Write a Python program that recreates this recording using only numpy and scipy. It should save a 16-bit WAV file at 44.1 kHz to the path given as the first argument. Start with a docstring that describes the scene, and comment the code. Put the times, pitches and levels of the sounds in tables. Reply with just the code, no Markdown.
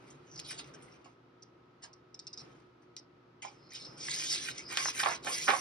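"""A quiet, humming room, with a stereo camera close above a picture book on a wooden table.
Fingers brush the stiff page and catch on its corner in tiny stick-slip ticks. The hand slides under
the sheet, paper hissing on paper; the page snaps and buckles as it is lifted, flaps over and is
smoothed down. The microphones hear it directly, off the table and book, and faintly off the walls."""
import sys
import numpy as np
from scipy import signal
from scipy.fft import rfft, irfft, next_fast_len
from scipy.io import wavfile
from scipy.ndimage import uniform_filter1d, map_coordinates

SR = 44100
rng = np.random.default_rng(int(sys.argv[2]) if len(sys.argv) > 2 else 0)


def unload_wav(signal):
    """Save mono or channel-first audio to the path in sys.argv[1] as 16-bit WAV at rate SR, clipped to [-1, 1]."""
    wavfile.write(
        sys.argv[1],
        SR,
        np.round(np.clip(np.atleast_2d(signal).T, -1, 1) * 32767).astype(np.int16),
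    )


N = 246997
T = np.arange(N) / SR
SHORT = T[:SR // 3]  # time axis of one brief sound


def amp(db):
    """Decibels to gain."""
    return 10 ** (np.asarray(db) / 20)


def unit(x):
    """Scale to rms 1."""
    return x / np.sqrt(np.mean(x ** 2) + 1e-20)


def along(points, hz):
    """Read (Hz, value) points on a log axis."""
    f, v = np.transpose(points)
    return np.interp(np.log(hz + 1), np.log(f), v)


def rolloff(ratio, slope=1):
    """A gain near 1 for small ratios, 3 dB down at ratio 1 and falling beyond."""
    return 1 / np.hypot(1, ratio ** slope)


def filtered(x, response):
    """x times a response of frequency."""
    n = x.shape[-1]
    m = next_fast_len(n + 8192)
    return irfft(rfft(x, m) * response(np.fft.rfftfreq(m, 1 / SR)), m)[..., :n]


def coloured(x, spectrum):
    """x shaped by (Hz, dB) points, at rms 1."""
    return unit(filtered(x, lambda hz: amp(along(spectrum, hz))))


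def ring(gain, size=2048):
    """The causal impulse response, of energy 1, with this shape over frequency."""
    cepstrum = irfft(np.log(gain(np.fft.rfftfreq(size, 1 / SR)) + 1e-6))
    cepstrum[1:size // 2] *= 2
    cepstrum[size // 2 + 1:] = 0
    impulse = irfft(np.exp(rfft(cepstrum)))
    return impulse / np.linalg.norm(impulse)


def add(track, s, sound):
    """Mix a sound into the track at time s."""
    part = track[max(round(s * SR), 0):][:len(sound)]
    part += sound[:len(part)]


def wobble(rate):
    """A slow random curve, rate knots a second."""
    knots = rng.standard_normal(int(T[-1] * rate) + 2)
    return np.interp(T * rate, np.arange(len(knots)), knots)


def swell(s, rise, hold, fall):
    """A movement speeds up from rest at time s, holds and slows to rest: 0 to 1."""
    return np.interp(T, s + np.cumsum([0, rise, hold, fall]), [0, 1, 1, 0])


def grains(n, rate, spread_db):
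    """Fibres that let go at random moments with random strengths, rms 1."""
    count = int(n * rate / SR) + 1
    when, size, side = rng.random((count, 3)).T
    strength = np.sign(side - .5) * amp(spread_db * np.sqrt(12) * size)
    return unit(np.bincount((when * n).astype(int), strength, n))


def patchy(x, depth_db):
    """The sheet keeps changing shape, so its resonances come and go."""
    spectra = signal.stft(x, nperseg=256)[2]
    field = uniform_filter1d(rng.standard_normal(spectra.shape), size=4, axis=0)
    field = unit(uniform_filter1d(field, size=14, axis=1))
    return unit(signal.istft(spectra * amp(depth_db * field), nperseg=256)[1][:len(x)])


def uneven(hz, spacing_hz, depth_db):
    """Random peaks and dips over frequency: paper held a little differently rings differently."""
    return amp(depth_db * map_coordinates(rng.standard_normal(256), [hz / spacing_hz], mode="mirror"))


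# Room tone all around the camera. Each row: frequency in Hz, relative level in dB.
ROOM_TONE = [(25, -51), (40, -21), (62, -1.5), (100, -4.5), (135, 8.5), (200, 0.5), (340, 7), (450, 0.5),
             (650, -5.5), (1100, -6.5), (1290, -3.5), (1600, -11), (3000, -17.5), (5500, -25.5),
             (8000, -43.5), (13000, -47)]
# How alike that tone is at the two microphones. Each row: frequency in Hz, left-right correlation.
ROOM_LIKENESS = [(130, 0.99), (270, 0.88), (580, 0.045), (3000, 0.12)]
# An appliance in the room, heard dead centre. Each row: frequency in Hz, level in dB before hum_db.
APPLIANCE_HUM = [(118.4, -71.5), (172.3, -84), (258.4, -77), (360.7, -69), (473.7, -80), (952.8, -84),
                 (1280, -76)]
def room(motion, rest_db=-64.5, swell_db=1, hum_db=-1):
    """Low room noise that swells while the hands move, and a slightly unsteady hum."""
    width = lambda hz: np.tan(np.arccos(np.clip(along(ROOM_LIKENESS, hz), -1, 1)) / 2)
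    mid, side = coloured(rng.standard_normal((2, N)), ROOM_TONE)
    side = filtered(side, width)
    air = np.hypot(amp(rest_db), amp(swell_db) * motion) * np.array([mid + side, mid - side])
    drift = lambda: .55 * wobble(4) + 2 * np.pi * rng.random()
    hum = sum(amp(db) * np.sqrt(2) * np.sin(2 * np.pi * hz * T + drift()) for hz, db in APPLIANCE_HUM)
    return air + amp(hum_db) * hum


def table_boom(motion, ring_hz=140, width_hz=7, gain_db=-9):
    """The table booms softly in one low mode under the moving hands."""
    boom = filtered(rng.standard_normal(N), lambda hz: 1 / (1 + ((hz - ring_hz) / width_hz) ** 2))
    return amp(gain_db) * motion * unit(boom)


def echoes(x, t60_of, length):
    """Diffuse reflections at each microphone, each frequency dying at its own speed."""
    hz, t, spectra = signal.stft(rng.standard_normal((2, length)), SR, nperseg=128)
    tail = signal.istft(spectra * amp(-60 * t / t60_of(hz)[:, None]), SR, nperseg=128)[1]
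    tail /= np.linalg.norm(tail, axis=1, keepdims=True)
    tail = np.pad(tail, ((0, 0), (SR // 1000, 0)))  # 1 ms behind the direct sound
    return signal.oaconvolve(x[None], tail, axes=1)[:, :N]


# The book, close below the two microphones. Each row: frequency in Hz, left's lead in radians.
MIC_PHASE = [(300, 0), (950, -1.6), (1800, 0), (2900, 2.2), (3900, .8), (5200, .3), (7000, 3), (7900, 3.3),
             (10000, 6.2), (11200, 6.5), (13000, 9.3)]
# Its place in the stereo picture. Each row: frequency in Hz, left minus right in dB.
MIC_BALANCE = [(350, 1), (600, -6), (1140, -10), (2050, -2), (3700, -2), (6000, 0)]
# Tone of the near and far reflections as picked up, with a dip near 7 kHz.
# Each row: frequency in Hz, gain in dB.
NEAR_COLOUR = [(200, -30), (450, 4), (900, 4), (2800, -1.5), (5000, 0), (7000, -19), (12000, 1)]
FAR_COLOUR = [(150, 12), (450, -5), (1500, 7), (5300, 3), (7000, -34), (12000, -10)]
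# The room's short decay. Each row: frequency in Hz, time to fall 60 dB (t60) in seconds.
WALL_DECAY = [(200, 0.13), (1500, 0.16), (5000, 0.2), (12000, 0.12)]
def at_microphones(x, scatter_db, walls_db=-13, near_t60=.035):
    """Paper sound in stereo: direct, scattered by table and book, and returned by the walls."""
    half = np.array([[.5], [-.5]])
    direct = filtered(x, lambda hz: np.exp(1j * half * along(MIC_PHASE, hz)))
    scattered = amp(scatter_db) * filtered(x, lambda hz: amp(along(NEAR_COLOUR, hz)))
    pose = 2 * np.pi * 4 * T  # hand and page keep moving, so the short paths keep changing
    near = sum(echoes(scattered * share, lambda hz: np.full(len(hz), near_t60), SR // 20)
               for share in (np.cos(pose), np.sin(pose)))
    far = filtered(x, lambda hz: amp(along(FAR_COLOUR, hz)))
    far = amp(walls_db) * echoes(far, lambda hz: along(WALL_DECAY, hz), SR // 2)
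    return filtered(direct + near + far, lambda hz: amp(half * along(MIC_BALANCE, hz)))


# Rubbed paper from close up: its hiss, the fizz on top and the body of the sheet below.
# Each row: frequency in Hz, relative level in dB.
PAPER_HISS = [(800, -34), (2000, -18), (3000, -3), (4200, -2), (5700, 4), (7000, -0.5), (8500, -3),
              (9900, -18.5), (11000, -53), (14000, -58)]
PAPER_FIZZ = [(5000, -20), (7000, -6), (8500, 8), (9900, 2), (11000, -5), (12300, -10.5), (14000, -7.5)]
PAPER_BODY = [(150, -74), (350, -6.5), (650, -15), (1200, -13), (1700, -0.5), (2150, 5), (2800, 2.5),
              (4500, -17), (9000, -57)]
FIZZ_GROWS = 1.48  # dB for each dB of hiss: faster sliding is brighter
def friction(hiss, fizz, body, rate, spread_db, flutter_db):
    """Sliding paper: dense fibre grains hiss and shake the sheet, under an uneven pressure."""
    pressure = amp(flutter_db * (wobble(70) + wobble(25)))
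    rub = lambda spectrum: coloured(patchy(grains(N, rate, spread_db), depth_db=3.5), spectrum)
    return pressure * (hiss * rub(PAPER_HISS) + fizz * rub(PAPER_FIZZ) + body * rub(PAPER_BODY))


# Hands shifting on the book. Each row: start in seconds, hold in seconds, strength in dB.
HAND_SHIFTS = [(-.12, 0.12, -60), (0.252, 0.46, -58.3), (2.29, 0.023, -59), (3.374, 0.3, -66.5),
               (3.748, 1.7, -57.5)]
def hand_motion(rise_s=0.13, fall_s=0.33):
    """The strength of all shifts of the hands, summed in power, as a gain."""
    return np.sqrt(sum((amp(db) * swell(s, rise_s, hold, fall_s)) ** 2 for s, hold, db in HAND_SHIFTS))


def hand_rub(motion, hiss_db=-73, fizz_db=-84, body_db=-73):
    """Shifting hands rub the open page faintly; only the firmest shifts are bright."""
    drive = motion / motion.max()
    return friction(amp(hiss_db) * drive, amp(fizz_db) * drive ** FIZZ_GROWS, amp(body_db) * drive,
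                    rate=6000, spread_db=10, flutter_db=3.5)


# The page's free corner, faint even this close.
# Each row: start in seconds, level in dB, pitch in Hz, t60 in seconds.
CORNER_TWANGS = [(2.272, -49, 2710, 0.052), (2.966, -60, 2030, 0.15), (3.421, -52, 2144, 0.098),
                 (3.469, -49, 2310, 0.083)]
def corner_twangs(attack_s=0.0023, waver_rad=0.71):
    """Let go, the corner springs back and rings with one short, slightly unsteady note."""
    track = np.zeros(N)
    for s, db, hz, t60 in CORNER_TWANGS:
        phase = 2 * np.pi * hz * SHORT + waver_rad * wobble(300)[:len(SHORT)]
        envelope = amp(db - 60 * SHORT / t60) * (1 - np.exp(-SHORT / attack_s))
        add(track, s, envelope * np.sin(phase))
    return track


# The stiff sheet as it flexes. Each row: frequency in Hz, relative level in dB.
SHEET_COLOUR = [(80, -7), (300, 8), (640, 5.5), (1150, 5), (1600, 4.5), (2500, 9.5), (6000, 11.5),
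                (12000, 16)]
def shudder(t60, bright_hz, ring_hz, q, rate=2000, snap_db=16, soft_s=0.31):
    """The sheet snaps through, then shudders in smaller snaps."""
    mode = lambda r: r ** 2 / np.hypot(1 - r ** 2, r / q)  # a bend radiates little below its own ring
    bend = ring(lambda hz: amp(along(SHEET_COLOUR, hz)) * mode(hz / ring_hz) * rolloff(hz / bright_hz, 3))
    fade = amp(-60 * SHORT / t60)
    sound = signal.fftconvolve(grains(len(SHORT), rate, spread_db=2) * fade, bend)
    sound *= np.linalg.norm(fade) / np.linalg.norm(sound)  # the shudder releases a set energy
    sound[:len(bend)] += amp(snap_db) / (1 + t60 / soft_s) * bend  # a slow, soft bend has little snap
    return sound


# A finger bumps the hollow book. Each row: start in seconds, level in dB, t60 in seconds, resonance Q.
FINGER_BUMPS = [(1.058, -61, 0.21, 2.2), (1.835, -62, 0.39, 2.2), (3.43, -57.5, 0.24, 5.2),
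                (3.449, -47, 0.18, 7)]
def finger_bumps(cover_db=-8.5):
    """The arched page answers each bump with a hollow note, the cover board with a woody one above."""
    track = np.zeros(N)
    for s, db, t60, q in FINGER_BUMPS:
        page = shudder(t60, bright_hz=900, ring_hz=865, q=q, snap_db=27.5)
        cover = shudder(t60, bright_hz=2320, ring_hz=2220, q=q)
        add(track, s, amp(db) * (page + amp(cover_db) * cover))
    return track


# The bright colour of the fingertip ticks as the microphones hear them.
# Each row: frequency in Hz, relative level in dB.
TICK_COLOUR = [(400, -31), (1500, -14), (2600, -3), (3100, -12), (3800, 4), (4300, 1.5), (5400, 15),
               (6800, 2), (8600, 5.5), (9500, -25), (13000, -33)]
# A fingertip catches on the page edge, just under the microphones.
# Each row: start in seconds, level in dB, length in seconds, pitch in Hz.
EDGE_TICKS = [(0.359, -47.5, 0.0071, 5270), (0.376, -45.5, 0.011, 5200), (0.921, -58.5, 0.006, 5470),
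              (1.423, -51, 0.012, 5730), (1.931, -54, 0.0077, 5570), (2.1442, -47.5, 0.0087, 5240),
              (2.1922, -43, 0.0074, 4800), (2.269, -42, 0.013, 4900), (2.33, -43, 0.012, 5150),
              (2.375, -44, 0.013, 4830), (2.393, -47.5, 0.025, 4760), (2.965, -49, 0.033, 5600),
              (3.85, -46.5, .008, 4400)]
def edge_ticks(slip_rate=620, width_hz=1900, trail_db=-20, trail_t60=0.28, count=40):
    """The fingertip sticks and slips in a nearly regular, fading train; no two slips sound alike."""
    track = np.zeros(N)
    for s, db, length, pitch_hz in EDGE_TICKS:
        gaps = rng.uniform(1.0, 1.7, count) / slip_rate
        when = np.cumsum(gaps) - gaps[0]
        grip = amp(-4 * when / length) * np.clip(1 + (length - when) * slip_rate / 2, 0, 1) ** 2
        trail = amp(trail_db - 60 * when / trail_t60)
        sizes = amp(2.4 * rng.standard_normal(count)) * np.maximum(grip, trail) * np.sqrt(SR / slip_rate)
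        colour = lambda hz: amp(along(TICK_COLOUR, hz)) * rolloff(2 * (hz - pitch_hz) / width_hz)
        held = ring(lambda hz: uneven(hz, spacing_hz=258, depth_db=4), size=512)  # each catch grips anew
        for delay, size in zip(when, sizes):
            tick = ring(lambda hz: colour(hz) * uneven(hz, spacing_hz=387, depth_db=4), size=512)
            slip = np.convolve(tick, held)
            add(track, s + delay, amp(db) * size * slip / np.linalg.norm(slip))
    return track


# Skin on coated paper. Each row: frequency in Hz, relative level in dB.
SKIN_COLOUR = [(800, -53), (2000, -20), (3000, -1), (4200, -6.5), (5700, 0.5), (7000, -0.5), (9000, -0.5),
               (10500, -21), (12000, -22), (14000, -28)]
# Short brushes across the page, heard close. Each row: start in seconds, level in dB, rise and t60
# in seconds, sheet gain in dB, treble cutoff in Hz, pitch in Hz.
FINGER_BRUSHES = [(.102, -57.5, .0038, 0.15, -20, 11400, 6400),
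                  (0.391, -42, 0.0017, 0.063, -28, 12600, 5100), (.44, -50, 0.013, 0.43, -29, 8450, 4370),
                  (.48, -42.5, 0.031, 0.23, -14, 11900, 4040), (.575, -43.5, 0.021, 0.1, -11, 9900, 3530),
                  (.641, -58.5, 0.002, 0.03, 0, 12000, 5300), (.734, -56, 0.014, 0.087, -4.5, 9500, 5100),
                  (0.819, -60.5, 0.0069, 0.17, -22, 12000, 9050),
                  (1.043, -63.5, 0.0027, 0.25, -6, 9400, 5230), (1.819, -46, 0.023, 0.091, -13, 9700, 5160),
                  (2.815, -75, .012, .12, 1, 10500, 5500), (3.419, -48.5, 0.006, 0.31, -7, 8850, 5150),
                  (3.703, -57.5, .003, 0.11, -10, 7000, 5170), (3.717, -54.5, .003, 0.072, -9, 11500, 5200),
                  (3.728, -46, 0.024, 0.31, -7, 10000, 4700), (3.972, -55, 0.0091, 0.18, -10, 10000, 8650),
                  (4.576, -39.5, 0.0039, 0.11, -10.5, 11700, 5370),
                  (4.989, -33.5, 0.011, 0.13, -15, 12000, 5700),
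                  (5.246, -47.5, 0.0022, 0.19, 0.5, 12000, 5100),
                  (5.376, -36, 0.007, .05, -13.5, 12000, 6200)]
def finger_brushes(width_hz=700, focus=3.4):
    """A quick stroke swells and dies away, with its own share of the sheet's lower rustle."""
    track, n = np.zeros(N), len(SHORT)
    for s, db, rise, t60, sheet_db, bright_hz, pitch_hz in FINGER_BRUSHES:
        peak = lambda hz: 1 + focus * rolloff((hz - pitch_hz) / width_hz)
        stroke = np.minimum(SHORT / rise, 1) * amp(-60 * np.maximum(SHORT - rise, 0) / t60)
        skin = coloured(patchy(grains(n, rate=3000, spread_db=-1), depth_db=4.5), SKIN_COLOUR)
        skin = unit(filtered(skin, lambda hz: peak(hz) * rolloff(hz / bright_hz, 10)))
        sheet = coloured(patchy(grains(n, rate=2500, spread_db=2), depth_db=5.5), PAPER_BODY)
        # a fingertip is too small to drive the long bends
        sheet = filtered(sheet, lambda hz: rolloff(800 / (hz + 1), 2))
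        add(track, s, amp(db) * stroke * (skin + amp(sheet_db) * sheet))
    return track


# A finger runs along the page edge, which sings thinly or rasps. Each row: start and length
# in seconds, level in dB, then first pitch, last pitch and width in Hz.
EDGE_GLIDES = [(0.257, 0.23, -57.5, 6240, 5030, 460), (0.419, .15, -61, 4515, 3300, 500),
               (0.465, 0.068, -55, 9800, 10540, 420), (3.436, 0.07, -58.5, 5400, 5220, 400),
               (3.481, 0.75, -67, 5190, 5210, 170), (3.597, 0.34, -67, 4430, 4090, 170),
               (3.697, .26, -54.5, 5250, 5340, 300), (3.758, .13, -56, 4030, 4300, 450),
               (3.959, 0.15, -49, 5450, 5010, 450), (4.306, 0.11, -43, 4200, 3700, 700),
               (4.584, 0.115, -63, 5280, 5150, 200), (4.625, 0.13, -52, 5000, 5110, 240),
               (4.797, 0.13, -37, 5740, 5840, 595), (5.088, 0.073, -46, 5920, 5880, 430),
               (5.41, 0.12, -43, 5580, 5660, 526)]
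def edge_glides(rough_db=2.5):
    """The page edge sings in one scratchy resonance that swells, fades and moves with the finger."""
    track = np.zeros(N)
    for s, length, db, first_hz, last_hz, width_hz in EDGE_GLIDES:
        noise = filtered(rng.standard_normal((2, SR)), lambda hz: 1 / (1 + (hz / width_hz) ** 2))
        grip = amp(rough_db * unit(uniform_filter1d(rng.standard_normal(SR), size=200)))
        phase = 2 * np.pi * np.cumsum(np.interp(T[:SR], [0, length], [first_hz, last_hz])) / SR
        resonance = noise[0] * np.cos(phase) + noise[1] * np.sin(phase)
        stroke = swell(0, length / 3, length / 3, length / 3)[:SR]
        add(track, s, amp(db) * stroke * unit(grip * resonance))
    return track


# One paper fibre cracking. Each row: frequency in Hz, relative level in dB.
FIBRE_COLOUR = [(600, -41), (1800, 8), (4000, -15), (6500, 24), (10000, -32), (13000, -49)]
def crinkles(hiss, crinkle_db=-12):
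    """Single fibres crack in the bending sheet, harder as it slides faster."""
    cracks = grains(N, rate=45, spread_db=4)
    fibre = ring(lambda hz: amp(along(FIBRE_COLOUR, hz)))
    return hiss * amp(crinkle_db) * signal.fftconvolve(cracks, fibre)[:N]


# Close under the camera the hand pushes in jerks beneath the page, grips, lifts, swings and smooths it.
# Each row: start, rise, hold and fall in seconds, hiss level in dB, then sheet and fizz in dB against it.
PAGE_SLIDES = [(3.981, 0.095, 0.026, .06, -39.5, -15.5, -19), (4.088, 0.054, 0.026, 0.043, -40.5, -9.5, -9),
               (4.161, 0.039, 0.027, .05, -38, -10.5, -13), (4.223, 0.048, .04, 0.059, -40, -20, -11),
               (4.287, 0.036, 0.038, 0.079, -39.5, -8.5, -10), (4.385, 0.062, 0.059, 0.024, -43, -4.5, -10),
               (4.504, 0.042, 0.057, 0.049, -53, -4, -26), (4.677, 0.03, 0.083, 0.072, -47, 1, -12),
               (4.771, 0.021, 0.11, 0.023, -40.5, -5.5, -6), (4.913, 0.086, 0.016, 0.058, -39, -4.5, 0),
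               (5.033, 0.04, 0.044, 0.073, -42.5, -6.5, -10),
               (5.219, 0.081, 0.089, 0.058, -40.5, -10.5, -5.5), (5.388, 0.057, 0.13, .1, -42, -11.5, -4.5)]
def page_slides(speed_power=1.1):
    """Paper slides on paper; its speed drives the hiss, fizz, sheet sound and crinkles."""
    hiss, fizz, body = np.zeros((3, N))
    for s, rise, hold, fall, db, sheet_db, fizz_db in PAGE_SLIDES:
        drive = swell(s, rise, hold, fall) ** speed_power
        hiss += amp(db) * drive
        fizz += amp(db + fizz_db) * drive ** FIZZ_GROWS
        body += amp(db + sheet_db) * drive
    return friction(hiss, fizz, body, rate=4000, spread_db=2, flutter_db=.9) + crinkles(hiss)


# The page buckling below the microphones.
# Each row: start in seconds, level in dB, t60 in seconds, treble cutoff in Hz, ring of the bend in Hz.
PAGE_BUCKLES = [(.511, -49.5, 0.11, 2300, 1770), (.592, -55, .12, 1300, 900),
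                (4.085, -35, 0.017, 2400, 1780), (4.485, -37, 0.048, 2580, 1630),
                (4.72, -48, 0.5, 2000, 1040), (4.773, -27, 0.022, 3440, 1160),
                (4.785, -44.5, 0.42, 2300, 1250), (4.884, -36, 0.026, 1810, 1080),
                (4.995, -32, 0.14, 1890, 1700), (5.032, -32, 0.14, 2260, 850),
                (5.059, -28.5, 0.067, 1720, 780), (5.066, -31.5, 0.2, 1660, 676),
                (5.111, -36, 0.17, 1717, 475), (5.247, -47, .5, 800, 370), (5.269, -35, 0.2, 1950, 400),
                (5.474, -41, .08, 1800, 900), (5.48, -25, 0.16, 2080, 1050), (5.484, -25, 0.15, 1770, 860),
                (5.486, -36, 0.22, 520, 410), (5.502, -26, 0.14, 1700, 820), (5.527, -31, 0.2, 1500, 705)]
def page_buckles(hz_per_q=636):
    """The lifted page gives way, bend after bend, and lands; a tighter bend rings higher and clearer."""
    track = np.zeros(N)
    for s, db, t60, bright_hz, ring_hz in PAGE_BUCKLES:
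        add(track, s, amp(db) * shudder(t60, bright_hz, ring_hz, q=ring_hz / hz_per_q))
    return track


# Dry cracks from the raised sheet, right in front of the microphones.
# Each row: start in seconds, peak at the page in dB, low and high cutoff in Hz.
PAGE_SNAPS = [(0.108, -55, 4000, 9500), (0.393, -30, 2700, 6200), (0.3965, -34, 3000, 7000),
              (.399, -28.5, 3800, 7000), (0.5101, -36, 1610, 2500), (.518, -35, 3000, 7000),
              (0.593, -33.5, 2800, 4400), (0.6008, -35, 2820, 8000), (2.966, -29, 5200, 5000),
              (3.735, -40, 1800, 10900), (4.044, -38, 4070, 6500), (4.162, -25, 3500, 7000),
              (4.198, -34, 1700, 5950), (4.222, -28, 1400, 6500), (4.359, -22, 2800, 6000),
              (4.7273, -28, 1200, 12500), (4.74, -36, 1500, 12500), (4.772, -13, 850, 6960),
              (4.856, -21.5, 700, 2410), (4.862, -28, 2000, 9000), (4.886, -29, 1200, 6000),
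              (5.0, -28, 1800, 7000), (5.036, -20, 2700, 3700), (5.0595, -23.5, 600, 1800),
              (5.087, -28.5, 2500, 10000), (5.247, -32, 1500, 12000), (5.383, -30, 3500, 9500),
              (5.4855, -14, 980, 2570), (5.504, -18.5, 2200, 5000)]
def page_snaps(delay_at_1khz_s=0.001186):
    """A kink pops through; the crack crosses the sheet as a bending wave, so the treble arrives first."""
    track = np.zeros(N)
    for s, db, low_hz, high_hz in PAGE_SNAPS:
        band = lambda hz: rolloff(low_hz / (hz + 1), 3) * rolloff(hz / high_hz, 5)
        crack = ring(lambda hz: band(hz) * uneven(hz, spacing_hz=660, depth_db=3.5))
        crack = filtered(crack, lambda hz: np.exp(-4j * np.pi * delay_at_1khz_s * np.sqrt(1000 * hz)))
        add(track, s, amp(db) * crack / np.abs(crack).max())
    return track


def scene():
    """Hands and page close up, over the tone of the room."""
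    motion = hand_motion()
    paper = hand_rub(motion) + page_slides() + edge_glides() + finger_brushes()
    paper += edge_ticks() + corner_twangs() + finger_bumps() + page_buckles()
    paper = at_microphones(paper, scatter_db=-3)
    snaps = at_microphones(page_snaps(), scatter_db=-7)  # the raised sheet is clear of the table
    return paper + snaps + table_boom(motion) + room(motion)


def record(dry, top_hz=12500):
    """The camera cuts off steeply above its band limit."""
    return filtered(dry, lambda hz: rolloff(hz / top_hz, 40))


dry = scene()
out = record(dry)
unload_wav(out)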